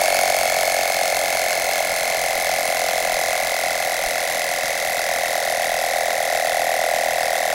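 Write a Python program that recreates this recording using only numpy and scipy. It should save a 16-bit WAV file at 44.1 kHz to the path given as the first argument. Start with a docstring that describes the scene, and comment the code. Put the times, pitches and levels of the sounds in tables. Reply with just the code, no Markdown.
"""Small piston compressor filling a tank

A geared compressor runs on a board outdoors and slows as its tank fills, over gear drone, fan rush and wind.
Each crank turn gives a puff of noise, the falling squeak of the outlet reed over a soft hoot, a clack of
ringing case modes with a rush of noise and a dry tick, and the low sine honk of the intake reed.
Rising pressure shifts timing, pitch and strength; the gears make strokes throb over about five turns."""
import sys
import numpy as np
from scipy import signal
from scipy.fft import rfft, irfft
from scipy.io import wavfile

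SR = 44100
rng = np.random.default_rng(int(sys.argv[2]) if len(sys.argv) > 2 else 0)


def inscribe(sig):
    """Save sig as 16-bit PCM at rate SR to the path in sys.argv[1].

    A 1-D sig is mono; a 2-D sig holds one channel per row.
    Samples are clipped to [-1, 1] before scaling.
    """
    pcm = np.round(np.clip(np.atleast_2d(sig).T, -1, 1) * 32767)
    wavfile.write(sys.argv[1], SR, pcm.astype(np.int16))


N = 332514
TIME = np.arange(N) / SR  # s


def amp(db):
    """Decibels to gain."""
    return 10 ** (np.asarray(db) / 20)


def evened(x):
    """Scales to rms 1."""
    return x / np.sqrt(np.mean(x ** 2) + 1e-20)


def noise(points):
    """Noise of rms 1, its spectrum drawn through points of (frequency [Hz], relative level [dB])."""
    point_hz, point_db = np.transpose(points)
    hz = np.fft.rfftfreq(N, 1 / SR)
    db = np.interp(np.log(hz + 1), np.log(point_hz), point_db)
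    return evened(irfft(rfft(rng.standard_normal(N)) * amp(db), N))


def bell(u, width):
    """A smooth hump around zero."""
    return np.exp(-.5 * (u / width) ** 2)


FILL_S = 6.0  # time constant of the filling tank


def under_pressure(pair):
    """Moves from the (tank empty) value towards the (tank full) one, ever more slowly, as pressure builds."""
    empty, full = pair
    return full + (empty - full) * np.exp(-TIME / FILL_S)


def since(turns, place, jitter):
    """Signed turns from the nearest passing of a place, with random slips of rms jitter, and its number."""
    stroke = np.round(turns - place).astype(int)
    slip = jitter * rng.standard_normal(N)[stroke]
    return turns - place - stroke - slip, stroke


def uneven(stroke, spread_db):
    """A random gain for every stroke, of rms spread_db and within narrow limits."""
    draw = rng.uniform(-1, 1, N)[stroke]
    return amp(spread_db * np.sqrt(3) * draw)


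# uneven gear load on the strokes: (rate [cycles/turn], first crest [turn])
HONK_BEAT_SLOW, HONK_BEAT_FAST, CLACK_BEAT = (.1988, -.35), (.4034, .3), (.2, 2.35)


def throb(stroke, beat):
    """The gears' uneven load as a slow wave, -1 to 1, over the numbered strokes."""
    cycles_per_turn, crest = beat
    return np.cos(2 * np.pi * cycles_per_turn * (stroke - crest))


def blows(turns, place, jitter, spread_db):
    """One single-sample blow each turn, as the crank passes the place."""
    u, stroke = since(turns, place, jitter)
    passing = np.append(0, (u[:-1] < 0) & (u[1:] >= 0))
    return passing * uneven(stroke, spread_db)


def ring(force, modes):
    """The answer of a body to a force: a sum of decaying sines, of alternating sign."""
    t = np.arange(SR // 20) / SR
    answer = np.zeros(len(t))
    for k, (hz, db, t60) in enumerate(modes):
        answer += (-1) ** k * amp(db - 60 * t / t60) * np.sin(2 * np.pi * hz * t)
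    return signal.oaconvolve(force, answer)[:N]


# resonances of pump head and plastic case: (frequency [Hz], relative level [dB], decay t60 [s])
CASE_MODES = [(753, -1.5, 0.016), (1045, -5.5, 0.0069), (1434, -7, 0.024), (1710, -10.5, 0.03),
              (2020, -6, 0.017), (2175, 0.5, 0.012), (2663, -7.5, 0.024), (3274, -11, 0.011),
              (4357, -9, 0.022), (4700, -4, 0.0084), (5420, -4.5, 0.0092), (6070, -1.5, 0.0049),
              (6510, -8, 0.022), (7200, -2.5, 0.0041), (8330, -13, 0.0074), (9140, -12.5, 0.0029),
              (11500, -30, 0.0094), (11900, -11, 0.013), (14700, -15, .008)]


def through_case(x, share):
    """Noise of rms 1, a share (0-1) of whose power has rung the case on its way out."""
    rung = evened(ring(x, CASE_MODES))
    return evened(np.sqrt(1 - share) * x + np.sqrt(share) * rung)


# wind nudging the microphone: (time [s], level [dB])
WIND_BUFFETS = [(1.64, -54), (2.36, -48), (2.44, -48), (3.15, -41), (4.07, -44), (4.73, -48), (5.74, -45)]


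def wind():
    """Wind as low noise, swelling from a faint bed into brief soft thumps."""
    gusts = amp(-63) + sum(amp(db) * bell(TIME - s, 0.0097) for s, db in WIND_BUFFETS)
    return gusts * noise([(10, -22), (40, 2), (70, -23), (150, -16), (1000, -70)])


# spectrum of the cooling air: (frequency [Hz], relative level per Hz [dB])
FAN_SPECTRUM = [(25, -8), (110, -8.5), (250, -1.5), (400, -0.5), (550, 7.5), (760, 16), (950, 13),
                (1250, -1.5), (1700, 11.5), (2500, 0.5), (3100, 0.5), (6500, 1), (8600, -7), (11500, -4.5),
                (13500, -11), (15800, -27)]


def fan(turns, clack_db):
    """The motor's cooling air as noise, weakest where the load is greatest, just before the clack."""
    load_db = 1.3 * np.cos(2 * np.pi * (turns - .52))
    fade_db = 0.47 * (clack_db - clack_db.mean())  # weakens along with the clack
    return amp(-30 + fade_db - load_db) * through_case(noise(FAN_SPECTRUM), share=0.22)


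# pitches of the gear drone, one per tone: (multiple of the crank speed [1])
GEAR_MULTIPLES = [1, 2, 3, 4, 7, 11.8, 12, 12.8, 13, 13.2, 13.4, 13.8, 14.4, 24, 28]
# their strengths in the same order: (relative level [dB])
GEAR_LEVELS = [-27, -28, -21.5, -21, -20, -6, -2, -6, -8, -6.5, 1, -2.5, 1, -12, -13]


def gears(turns):
    """Shaft and tooth tones locked to the crank, wavering in phase, quietest just after the intake shuts."""
    tones = np.zeros(N)
    for order, db in zip(GEAR_MULTIPLES, GEAR_LEVELS):
        waver = 0.34 * noise([(1, 12), (6, -23), (40, -52), (200, -90)])  # radians
        tones += amp(db) * np.sin(2 * np.pi * (order * turns + rng.random()) + waver)
    load = 1 - 0.28 * np.cos(2 * np.pi * (turns - 0.089))
    return amp(-36.0) * load * tones


# spectrum of the puff: (frequency [Hz], relative level per Hz [dB])
PUFF_SPECTRUM = [(300, -2), (1200, -5), (2300, 2), (3200, 1.5), (4500, 0), (7800, -1), (8500, -5.5),
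                 (9200, 3.5), (10000, -5), (10800, -1), (11500, 3), (12300, -14), (13000, -2), (14200, -23)]


def puff(turns, place):
    """A short bright noise hiss as compression starts, with the decaying tick of the intake reed closing."""
    u, stroke = since(turns, place, jitter=.012)
    hiss = uneven(stroke, spread_db=1.96) * bell(u, 0.058)
    tick = amp(-1.5) * uneven(stroke, spread_db=3.0) * (u > 0) * np.exp(-abs(u) / 0.03)
    return amp(-27.5) * (hiss + tick) * through_case(noise(PUFF_SPECTRUM), share=0.03)


def gulp(turns, speed, place):
    """The pump chamber hoots softly as air leaves it, a 640 Hz sine that pressure cushions."""
    u, _ = since(turns, place, jitter=0.0098)
    swell = amp(under_pressure((-22.5, -39.5))) * bell(u, 0.13)
    return swell * np.sin(2 * np.pi * 640 * u / speed)


# resonances of the cylinder wall: (frequency [Hz], relative level [dB], decay t60 [s])
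CYLINDER_MODES = [(1440, -2, 0.015), (3430, 1.5, .005), (5240, 2.5, 0.0031)]


def slap(turns, place):
    """Just after the knock the piston rocks against the wall: a dry tick that pressure hardens."""
    db = under_pressure((-25.5, -23.5)) + 0.5 * throb(np.floor(turns), CLACK_BEAT)
    hits = blows(turns, place + .03, jitter=.002, spread_db=3.0)
    return ring(amp(db) * hits, CYLINDER_MODES)


# swing of the intake reed, ahead of its gain: (time [s], level [dB])
HONK_SWING = [(0.1, -22), (0.3, -22.5), (2.13, -25.5), (2.94, -23.5), (4.6, -28.5), (5.34, -23.5),
              (6.96, -21), (7.45, -22)]
HONK_GAIN_DB, HONK_HZ = 10.5, 674.4  # pitch at the crest of the swing
HONK_BEND_HZ, HONK_BEND_TURNS = 59.6, 0.11  # pitch rise, and how far from the crest it is reached


def honk(turns, speed, place):
    """The intake reed swings up in step with the piston as a sine and is shut off quickly."""
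    u, stroke = since(turns, place + .012, jitter=.0012)
    db = np.interp(TIME, *np.transpose(HONK_SWING)) + HONK_GAIN_DB
    beats = throb(stroke, HONK_BEAT_SLOW) + throb(stroke, HONK_BEAT_FAST)
    throb_db = under_pressure((1.5, 1)) * beats
    swell = np.where(u < 0, bell(u, 0.083), np.exp(-abs(u / 0.088) ** 2.7))
    # a third, because the phase sums the squared pitch bend
    cycles = (HONK_HZ + HONK_BEND_HZ * (u / HONK_BEND_TURNS) ** 2 / 3) * u / speed
    return amp(db + throb_db) * swell * np.sin(2 * np.pi * cycles)


# outlet reed as (tank empty, tank full): pitch [Hz], fall within a stroke [Hz/turn], overtone boost [dB]
SQUEAK_HZ, SQUEAK_FALL_HZ, OVERTONE_BOOST_DB = (2203, 1862), (200, 2050), (1.5, -5)


def squeak(turns, speed, place):
    """The outlet reed flutters while air is pushed past it; its pitch falls as the flow dies."""
    hz, fall_hz = under_pressure(SQUEAK_HZ), under_pressure(SQUEAK_FALL_HZ)
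    u, stroke = since(turns, place, jitter=.0008)
    angle = 2 * np.pi * (hz * u - fall_hz * u ** 2 / 2) / speed
    flutter = angle + 0.33 * noise([(20, 14), (300, 0.5), (1500, -26.5)])  # roughened phase
    undertone = amp(-28) * np.sin(flutter / 2)  # every other swing is a little wider
    overtones = amp(-10.5) * np.sin(2 * flutter) + amp(-14) * np.sin(3 * flutter)
    body = bell(u, 0.082) * (np.sin(flutter) + undertone)
    edge = amp(under_pressure(OVERTONE_BOOST_DB)) * bell(u - .04, 0.089) * overtones
    return amp(-18) * uneven(stroke, spread_db=.5) * (body + edge)


# spectrum of the air rush: (frequency [Hz], relative level per Hz [dB])
RUSH_SPECTRUM = [(200, -19), (600, 1), (1150, -11), (1700, 4.5), (2400, 2), (3100, -0.5), (5300, -2),
                 (7500, -2.5), (8600, -2), (9600, 3.5), (11500, -2), (13500, -8), (15200, -2), (16000, -1)]


def clack(turns, place, db):
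    """The piston knocks at its end of travel and rebounds twice, ringing the case; trapped air rushes out."""
    knocks = np.zeros(N)
    for lag, hit_db in [(0, 0), (.075, -1), (.15, -8)]:  # (turns after the knock, dB)
        knocks += amp(hit_db) * blows(turns, place + lag, jitter=.003, spread_db=1.2)
    # pressure hardens the knock within the clack
    knock = amp(under_pressure((-3.5, -2.5))) * ring(knocks, CASE_MODES)

    u, stroke = since(turns, place + .475, jitter=.004)
    age = u + .5  # turns since the seal let go, just ahead of the knock
    gate = (1 - np.exp(-(age / 0.013) ** 2)) * np.exp(-np.maximum(age - .13, 0) / 0.16)
    sputter = amp(1.7 * noise([(100, -26), (1200, 2), (4000, -30)]))
    air = through_case(noise(RUSH_SPECTRUM), share=0.2)
    rush = gate * sputter * uneven(stroke, spread_db=0.4) * air
    return amp(db + 0.6 * throb(stroke, CLACK_BEAT)) * (knock + amp(-3.5) * rush)


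def yard(x):
    """A dull bounce off the concrete 11.2 ms late, then a faint short scatter of decaying noise."""
    late = np.interp(TIME - .0112, TIME, x, left=0)
    bounce = signal.lfilter(*signal.butter(1, 1500, fs=SR), late)
    t = np.arange(SR // 4) / SR
    tail = rng.standard_normal(len(t)) * amp(-60 * t / .18) * (t > .004)
    tail = tail / np.linalg.norm(tail)
    tail = signal.lfilter(*signal.butter(1, 3000, "highpass", fs=SR), tail)  # small things scatter no bass
    return x + amp(-15.5) * bounce + amp(-8.5) * signal.oaconvolve(x, tail)[:N]


# crank speed [turns/s] when empty, and its sag when full
FREE_SPEED, SPEED_SAG = 45.744, 7.281
# place of each part in the turn: (tank empty [turns], tank full [turns])
PUFF_AT, SQUEAK_AT, CLACK_AT, HONK_AT = (.155, 0.16), (.362, .372), (.612, .722), (.868, .92)
# pressure cushions the clack as a whole: (tank empty [dB], tank full [dB])
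CLACK_DB = (-17, -24.5)
# the microphone starts close and draws back: extra level at first, time constant
CLOSE_DB, DRAW_BACK_S = 1.2, 0.52


def scene():
    """One crank, slowed by the rising pressure, times every part of the machine."""
    speed = under_pressure((FREE_SPEED, FREE_SPEED - SPEED_SAG))
    turns = np.cumsum(speed) / SR
    squeak_at, clack_at = under_pressure(SQUEAK_AT), under_pressure(CLACK_AT)
    clack_db = under_pressure(CLACK_DB)

    pump = puff(turns, under_pressure(PUFF_AT)) + gulp(turns, speed, squeak_at)
    pump += slap(turns, clack_at) + honk(turns, speed, under_pressure(HONK_AT))
    pump += squeak(turns, speed, squeak_at) + clack(turns, clack_at, clack_db)

    machine = fan(turns, clack_db) + gears(turns) + yard(pump)
    nearness = amp(CLOSE_DB * np.exp(-TIME / DRAW_BACK_S))
    return (wind() + nearness * machine)[None]


def record(dry):
    """A steep linear-phase low-pass at 15850 Hz limits the band."""
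    lowpass = signal.firwin(511, 15850, window=("kaiser", 9), fs=SR)
    return signal.oaconvolve(dry, lowpass[None], "same")


dry = scene()
out = record(dry)
inscribe(out)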